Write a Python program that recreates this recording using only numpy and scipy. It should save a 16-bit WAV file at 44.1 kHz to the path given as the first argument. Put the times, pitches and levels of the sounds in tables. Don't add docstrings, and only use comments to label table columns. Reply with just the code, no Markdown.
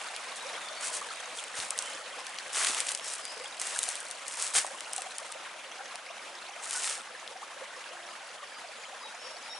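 import sys
import numpy as np
from scipy import signal
from scipy.fft import rfft, irfft
from scipy.io import wavfile
from scipy.ndimage import uniform_filter1d

SR = 44100
rng = np.random.default_rng(int(sys.argv[2]) if len(sys.argv) > 2 else 0)


def inscribe(sig):
    pcm = np.round(np.clip(np.atleast_2d(sig).T, -1, 1) * 32767)
    wavfile.write(sys.argv[1], SR, pcm.astype(np.int16))


N = 422919
TIME = np.arange(N) / SR


# f/Hz, relative level/dB
STONE_BUBBLES = [(450, -15), (580, -10), (800, -8), (1300, -5.5), (2300, -3), (3500, -3), (7000, -1.5)]
# f/Hz, relative level/dB
RIFFLE_BUBBLES = [(1000, -8), (2400, -1), (4800, 0)]

def brook(near_db=-42, far_db=-47, turn_s=6.2, wash_db=0.21, stones_db=-6, riffle_db=-8, banks_db=-8):
    facing = np.exp(-TIME / turn_s)
    flow = gain_of(far_db + (near_db - far_db) * facing)
    stones = gain_of(stones_db) * swarm(STONE_BUBBLES, count=3000, spread_db=4, cycles=6.4)
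    riffle = gain_of(riffle_db) * facing * swarm(RIFFLE_BUBBLES, count=3000, spread_db=1, cycles=4.8)
    babble = flow * (stones + riffle) + gurgles()
    return flow * gain_of(wash_db) * wash() + babble + gain_of(banks_db) * scatter(babble, t60=0.07)


# f/Hz, relative level/dB
WASH_SPECTRUM = [(25, -48), (60, -26), (150, -22), (220, -12.5), (380, -10.5), (560, -0.5), (1200, 0),
                 (2400, -2), (3300, -4), (4600, -9), (6500, -10), (11000, -14)]
# f/Hz, coherence/1
EAR_COHERENCE = [(30, 0.89), (150, 0.83), (600, 0.87), (1400, 0.9), (2800, 0.73), (6000, 0.56),
                 (11000, 0.83)]

def wash(patchy_db=2.0, flicker_db=1.38):
    frames, hz = N // 128 + 5, np.fft.rfftfreq(512, 1 / SR)
    a, b, c, d, patches = rng.standard_normal((5, frames, len(hz)))
    patches = smoothed(uniform_filter1d(patches, size=8, axis=0), 5)
    flicker = smoothed(rng.standard_normal(frames), 5)[:, None]
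    coherence = curve_at(EAR_COHERENCE, hz)
    left, unrelated = a + 1j * b, c + 1j * d
    right = coherence * left + np.sqrt(1 - coherence ** 2) * unrelated
    swell = gain_of(patchy_db * patches / (1 + hz / 9000) + flicker_db * flicker)
    spectra = np.array([left, right]) * swell
    _, noise = signal.istft(spectra.transpose(0, 2, 1), nperseg=512, noverlap=384)
    return coloured(noise[:, :N], WASH_SPECTRUM)


def bubble(hz, cycles, rise):
    age = np.arange(int(4 * cycles / hz * SR)) / SR * hz / cycles
    swell = age * np.exp(-age - age ** 2 / 2)
    return swell / swell.max() * np.sin(2 * np.pi * cycles * (age + rise * (age ** 2 / 2 - age)))


def swarm(levels, count, spread_db, cycles, rise=0.073, width=0.23):
    out = np.zeros((2, N))
    low_hz, high_hz = levels[0][0], levels[-1][0]
    for when, pitch, rank, ring, glide, side in rng.random((count, 6)):
        hz = low_hz * (high_hz / low_hz) ** pitch
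        level_db = curve_at(levels, hz) - spread_db * np.log(max(rank, .04))
        ping = bubble(hz, cycles * (.5 + ring), rise * 2 * glide)
        add(out, when * N / SR, placed(gain_of(level_db) * ping, width * (2 * side - 1)))
    return out / rms(out)


# t/s, level/dB, f/Hz
CLEAR_GURGLES = [(0.71, -40.5, 614), (1.014, -33.5, 1190), (1.106, -34, 1330), (1.388, -30, 3380),
                 (3.365, -44.5, 445), (3.402, -41.5, 516), (3.458, -33, 3330), (3.76, -30.5, 1680),
                 (3.877, -39, 740), (4.982, -33.5, 760), (5.061, -37, 764), (5.217, -40, 654),
                 (5.352, -38, 632), (5.802, -37.5, 803), (5.94, -41, 714), (6.1, -39, 682),
                 (6.166, -39, 1600), (6.49, -41, 834), (7.149, -37, 1740), (7.354, -39, 746),
                 (7.417, -41, 850), (7.428, -36, 1190), (7.616, -40, 568), (7.765, -42, 1100),
                 (8.205, -43, 1540), (8.208, -46, 770), (8.428, -37, 1163), (8.566, -41, 1260),
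                 (8.64, -39.5, 712), (8.927, -40, 798), (9.548, -42, 835)]

def gurgles(cycles=6.8, rise=0.094, width=0.19):
    out = np.zeros((2, N))
    for s, db, hz in CLEAR_GURGLES + soft_gurgles():
        glide, side = rng.uniform(-1.36, 1, 2)
        add(out, s, placed(gain_of(db) * bubble(hz, cycles, rise * (1 + glide)), width * side))
    return out


def soft_gurgles(count=26, top_db=-42.5, range_db=3, low_hz=600, high_hz=2400, low_bias=1.5):
    return [(when * N / SR, top_db - range_db * soft, low_hz * (high_hz / low_hz) ** (pitch ** low_bias))
            for when, soft, pitch in rng.random((count, 3))]


# t/s, time pressed/s, crackle level/dB, scuff level/dB
FOOT_STROKES = [(0.346, .03, -43, -47), (0.8, .075, -38, -39), (0.913, .06, -37, -41.5),
                (1.345, .05, -44.5, -47), (1.54, .085, -43, -38), (1.761, .13, -56, -46),
                (2.521, .17, -34.5, -31.5), (2.75, .06, -39.5, -36), (2.849, 0.071, -40, -41.5),
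                (3.032, .11, -42.5, -44), (3.587, .31, -42, -40), (4.25, .12, -46, -49),
                (4.365, 0.11, -37, -39), (4.533, .055, -24.5, -26), (4.91, .09, -54, -47),
                (6.6, .15, -41, -46), (6.706, .11, -39.5, -42.5), (6.815, .115, -35.5, -38)]

def footwork(attack_s=.03, release_share=0.36, unfold_db=-22, unfold_s=.11, rest_db=-53, settled_s=5.35):
    stir = gain_of(rest_db) * (TIME < settled_s)
    drag = np.zeros(N)
    for s, hold_s, crackle_db, scuff_db in FOOT_STROKES:
        age = np.maximum(TIME - s, 0)
        lifted = np.maximum(age - hold_s, 0)
        onset = np.minimum(age / attack_s, 1)
        pressed = onset * np.exp(-lifted / (release_share * hold_s))
        unfolding = gain_of(unfold_db) * onset * np.exp(-lifted / unfold_s)
        stir += gain_of(crackle_db) * np.maximum(pressed, unfolding)
        drag += gain_of(scuff_db) * pressed
    return stir, drag


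# f/Hz, relative level/dB
CRACKLE_SPECTRUM = [(200, -32), (1500, -22), (4000, -7.5), (6000, -2.5), (9000, 2), (11000, -8)]

def crackle(stir, grains_per_s=1250, firm_db=-42, spread_db=3.5, clump=0.24):
    rate = grains_per_s * (stir / gain_of(firm_db) + 0.041) ** 0.88
    sizes = gain_of(spread_db * np.minimum(rng.exponential(1, N), 4)) * rng.choice([-1, 1], N)
    crumple = np.exp(clump * smoothed(rng.standard_normal(N), 350))
    grains = sizes * (rng.random(N) < crumple * rate / SR) / np.sqrt(rate)
    stereo = placed(grains, 0.065) + 0.32 * grains * rng.uniform(-1.2, 1, (2, N))
    return stir * coloured(stereo, CRACKLE_SPECTRUM)


# f/Hz, relative level/dB
SCUFF_SPECTRUM = [(40, -54), (150, -35), (380, -12), (700, -5.5), (1300, -0.5), (3000, -2.5), (4500, -6.5),
                  (8200, -4.5), (11000, -8.5)]

def scuff(drag, catch_db=3):
    catching = gain_of(catch_db * smoothed(rng.standard_normal(N), 160))
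    friction = rng.standard_normal(N) + 0.36 * rng.standard_normal((2, N))
    return drag * coloured(catching * friction, SCUFF_SPECTRUM)


def crunch(drag, count=110, over_drag_db=14.5, top_db=-17, range_db=18, low_hz=1300, high_hz=6500):
    out, chance = np.zeros((2, N)), np.cumsum(drag)
    for when, pitch, soft, side in rng.random((count, 4)):
        at = np.searchsorted(chance, when * chance[-1])
        peak = min(drag[at] * gain_of(over_drag_db), gain_of(top_db)) * gain_of(-range_db * soft)
        crack = burst(low_hz * (high_hz / low_hz) ** pitch, octaves=0.6, decay_s=0.00065)
        add(out, at / SR, placed(peak * crack, .5 * (side - .5)))
    return out


# t/s, relative tick level/dB, crack level re tick/dB
SHARP_CLICKS = [(0.1639, -27, 0), (1.4396, -25, -5), (1.6015, -27.5, 5), (1.7066, -13.5, -25),
                (1.7786, -22, -5), (1.7893, -12.5, -15), (1.8238, -20.5, -17), (2.2675, -25, 1.5),
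                (2.3865, -34.5, 15), (2.578, -17, -10), (2.635, -16, -16), (2.6473, -11.5, -5),
                (2.6699, -12, -3), (2.707, -22, 0), (2.7475, -19, 0), (2.8039, -13, -5), (2.869, -20, -6),
                (2.8865, -27.5, 8), (2.8903, -15, -9), (2.918, -17, -9), (2.9496, -16, -4.5),
                (2.9752, -27, -4), (2.997, -39, 12), (3.1371, -18.5, -24), (3.253, -20.5, -7),
                (3.399, -34, 6), (3.5987, -18, -15), (3.6156, -15, -15), (3.6711, -17, -13),
                (3.7618, -22, -14), (3.7727, -23, -20), (3.79, -8.5, -11), (3.8311, -14.5, -11),
                (3.838, -15, -13), (3.8891, -14, -14), (3.9549, -21.5, -7), (4.0038, -23, -19),
                (4.1118, -21, -6.5), (4.2813, -19, -22), (4.4244, -12, -26), (4.6658, -23, -18),
                (4.8068, -23, -0.5), (4.9332, -18, -14), (4.9635, -18.5, -15), (4.9807, -21.5, -4),
                (5.02, -20.5, -5), (5.1835, -19.5, -11), (5.3195, -26, -12), (5.3231, -26.5, 0),
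                (5.9567, -29, 3.5), (6.7096, -18, -6), (6.8439, -22, 2), (7.277, -38, 11)]

def clicks(level_db=-0.5, tick_hz=8500, tick_s=0.00011, crack_hz=3400, crack_s=0.00014,
           ring_db=-1.5, ring_s=0.0014, cluster_db=-18, cluster_s=0.0046):
    out = np.zeros((2, N))
    for s, db, crack_db in SHARP_CLICKS:
        side, detune = rng.uniform(-.1, .25), 2 ** rng.uniform(-.15, .15)
        pulses = (tick_hz * detune, tick_s, db), (crack_hz * detune, crack_s, db + crack_db)
        for hz, decay_s, pulse_db in pulses:
            add(out, s, placed(gain_of(pulse_db) * tick(hz, decay_s), side))
            ring = gain_of(pulse_db + ring_db) * burst(hz, octaves=0.88, decay_s=ring_s)
            add(out, s + decay_s, placed(ring, side))
        faint_tick = gain_of(db + cluster_db) * tick(tick_hz * detune, tick_s)
        for lead in rng.uniform(-0.33, 1, size=4):
            add(out, s - cluster_s * lead * abs(lead), placed(faint_tick, side))
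    return gain_of(level_db) * out


def tick(hz, decay_s):
    age = np.arange(int(12 * decay_s * SR) + 8) / (decay_s * SR)
    motion = age * np.exp(-age) * np.sin(2 * np.pi * hz * decay_s * age)
    pulse = np.diff(motion)
    return pulse / abs(pulse).max()


# t/s, level/dB, f/Hz, half bandwidth/octaves, decay/s
SHOE_IMPACTS = [(1.586, -45, 150, 0.99, 0.015), (2.613, -18, 1750, .3, 0.0023),
                (2.649, -21.5, 1560, 0.4, .003), (2.696, -35.5, 396, 0.62, 0.0082),
                (4.568, -52, 135, .55, 0.018), (4.646, -18.5, 875, 0.38, 0.0022),
                (6.749, -27.5, 1480, 0.038, 0.011)]

def knocks():
    out = np.zeros(N)
    for s, db, hz, octaves, decay_s in SHOE_IMPACTS:
        add(out, s, gain_of(db) * burst(hz, octaves, decay_s))
    return placed(out, 0)


# t/s, duration/s, relative level/dB, starting f/Hz, glide/Hz, mid-note arch/Hz
BIRD_NOTES = [(0.39, 0.051, -55, 3850, -30, 0), (0.613, 0.071, -51, 3630, -150, -3),
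              (0.745, 0.056, -53.5, 4490, -40, 0), (1.108, 0.11, -57, 3770, 0, 2),
              (1.833, 0.058, -50.5, 2930, 168, 38), (3.01, 0.07, -54, 5400, 130, 30),
              (3.207, 0.135, -51.5, 5060, 370, -370), (8.074, 0.057, -63, 5020, -200, 0),
              (8.51, 0.1, -62, 5000, -180, -40), (8.774, 0.12, -63, 7140, -550, 8),
              (8.994, 0.067, -57.5, 5060, -230, -40), (9.025, 0.057, -54, 3854, -46, 6),
              (9.185, 0.13, -55, 5270, 270, 61), (9.23, .056, -58, 4900, -350, 0),
              (9.42, .055, -58, 5100, -240, -3), (9.484, 0.093, -50, 5400, 200, 30),
              (9.492, 0.048, -51, 3770, -25, 0)]

def birds(direct_db=6, forest_db=7, waver=0.0048):
    out = np.zeros((2, N))
    for s, length_s, db, start_hz, glide_hz, arch_hz in BIRD_NOTES:
        progress = np.linspace(0, 1, int(length_s * SR))
        arch = np.sin(np.pi * progress)
        hz = start_hz + glide_hz * progress + arch_hz * arch
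        hz *= 1 + waver * smoothed(rng.standard_normal(len(hz)), 120)
        whistle = gain_of(db) * np.sqrt(abs(arch)) * np.sin(2 * np.pi * np.cumsum(hz) / SR)
        add(out, s, placed(whistle, rng.uniform(-0.15, 0.29)))
    return gain_of(direct_db) * out + gain_of(forest_db) * scatter(out, t60=1.1)


def hum(hz=354, level_db=-68.5, start_s=5.2, length_s=3.18, waver=0.0128):
    out, swell = np.zeros(N), signal.windows.tukey(int(length_s * SR), .2)
    drift, fading = smoothed(rng.standard_normal((2, len(swell))), 6000)
    tone = np.sin(2 * np.pi * np.cumsum(hz * (1 + waver * drift)) / SR)
    add(out, start_s, gain_of(level_db) * swell * fading * tone)
    return placed(out, 0)


def scatter(x, t60):
    t = np.arange(SR) / SR
    taps = rng.standard_normal((2, SR)) * (rng.random((2, SR)) < .05)
    taps *= (t > .003) * gain_of(-60 * t / t60)
    return signal.fftconvolve(x, taps / np.linalg.norm(taps, axis=1)[:, None], axes=1)[:, :N]


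def burst(hz, octaves, decay_s):
    t = np.arange(int(8 * decay_s * SR) + 64) / SR
    edges = np.clip([hz / 2 ** octaves, hz * 2 ** octaves], 20, SR / 2 - 100)
    band = signal.butter(2, edges, "band", fs=SR, output="sos")
    ring = signal.sosfilt(band, rng.standard_normal(len(t)) * np.exp(-t / decay_s))
    return ring * np.sqrt(decay_s * SR / 8 / np.sum(ring ** 2))


def coloured(x, spectrum):
    shaped = irfft(rfft(x) * gain_of(curve_at(spectrum, np.fft.rfftfreq(N, 1 / SR))), N)
    return shaped / rms(shaped)


def smoothed(x, size):
    slow = uniform_filter1d(x, size)
    return slow / rms(slow)


def curve_at(points, hz):
    f, value = np.transpose(points)
    return np.interp(np.log(hz + 1), np.log(f + 1), value)


def gain_of(db):
    return 10 ** (np.asarray(db) / 20)


def rms(x):
    return np.sqrt(np.mean(x ** 2) + 1e-20)


def add(mix, s, sound):
    part = mix[..., max(round(s * SR), 0):][..., :sound.shape[-1]]
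    part += sound[..., :part.shape[-1]]


def placed(sound, side):
    return np.array([1 + side, 1 - side])[:, None] * sound


def scene(near_echo_db=-13):
    stir, drag = footwork()
    near = crackle(stir) + scuff(drag) + crunch(drag) + clicks() + knocks()
    return brook() + near + gain_of(near_echo_db) * scatter(near, t60=0.25) + birds() + hum()


def record(dry):
    lowpass = signal.firwin(401, cutoff=11120, window=("kaiser", 8), fs=SR)
    return signal.oaconvolve(dry, lowpass[None], "same")


dry = scene()
out = record(dry)
inscribe(out)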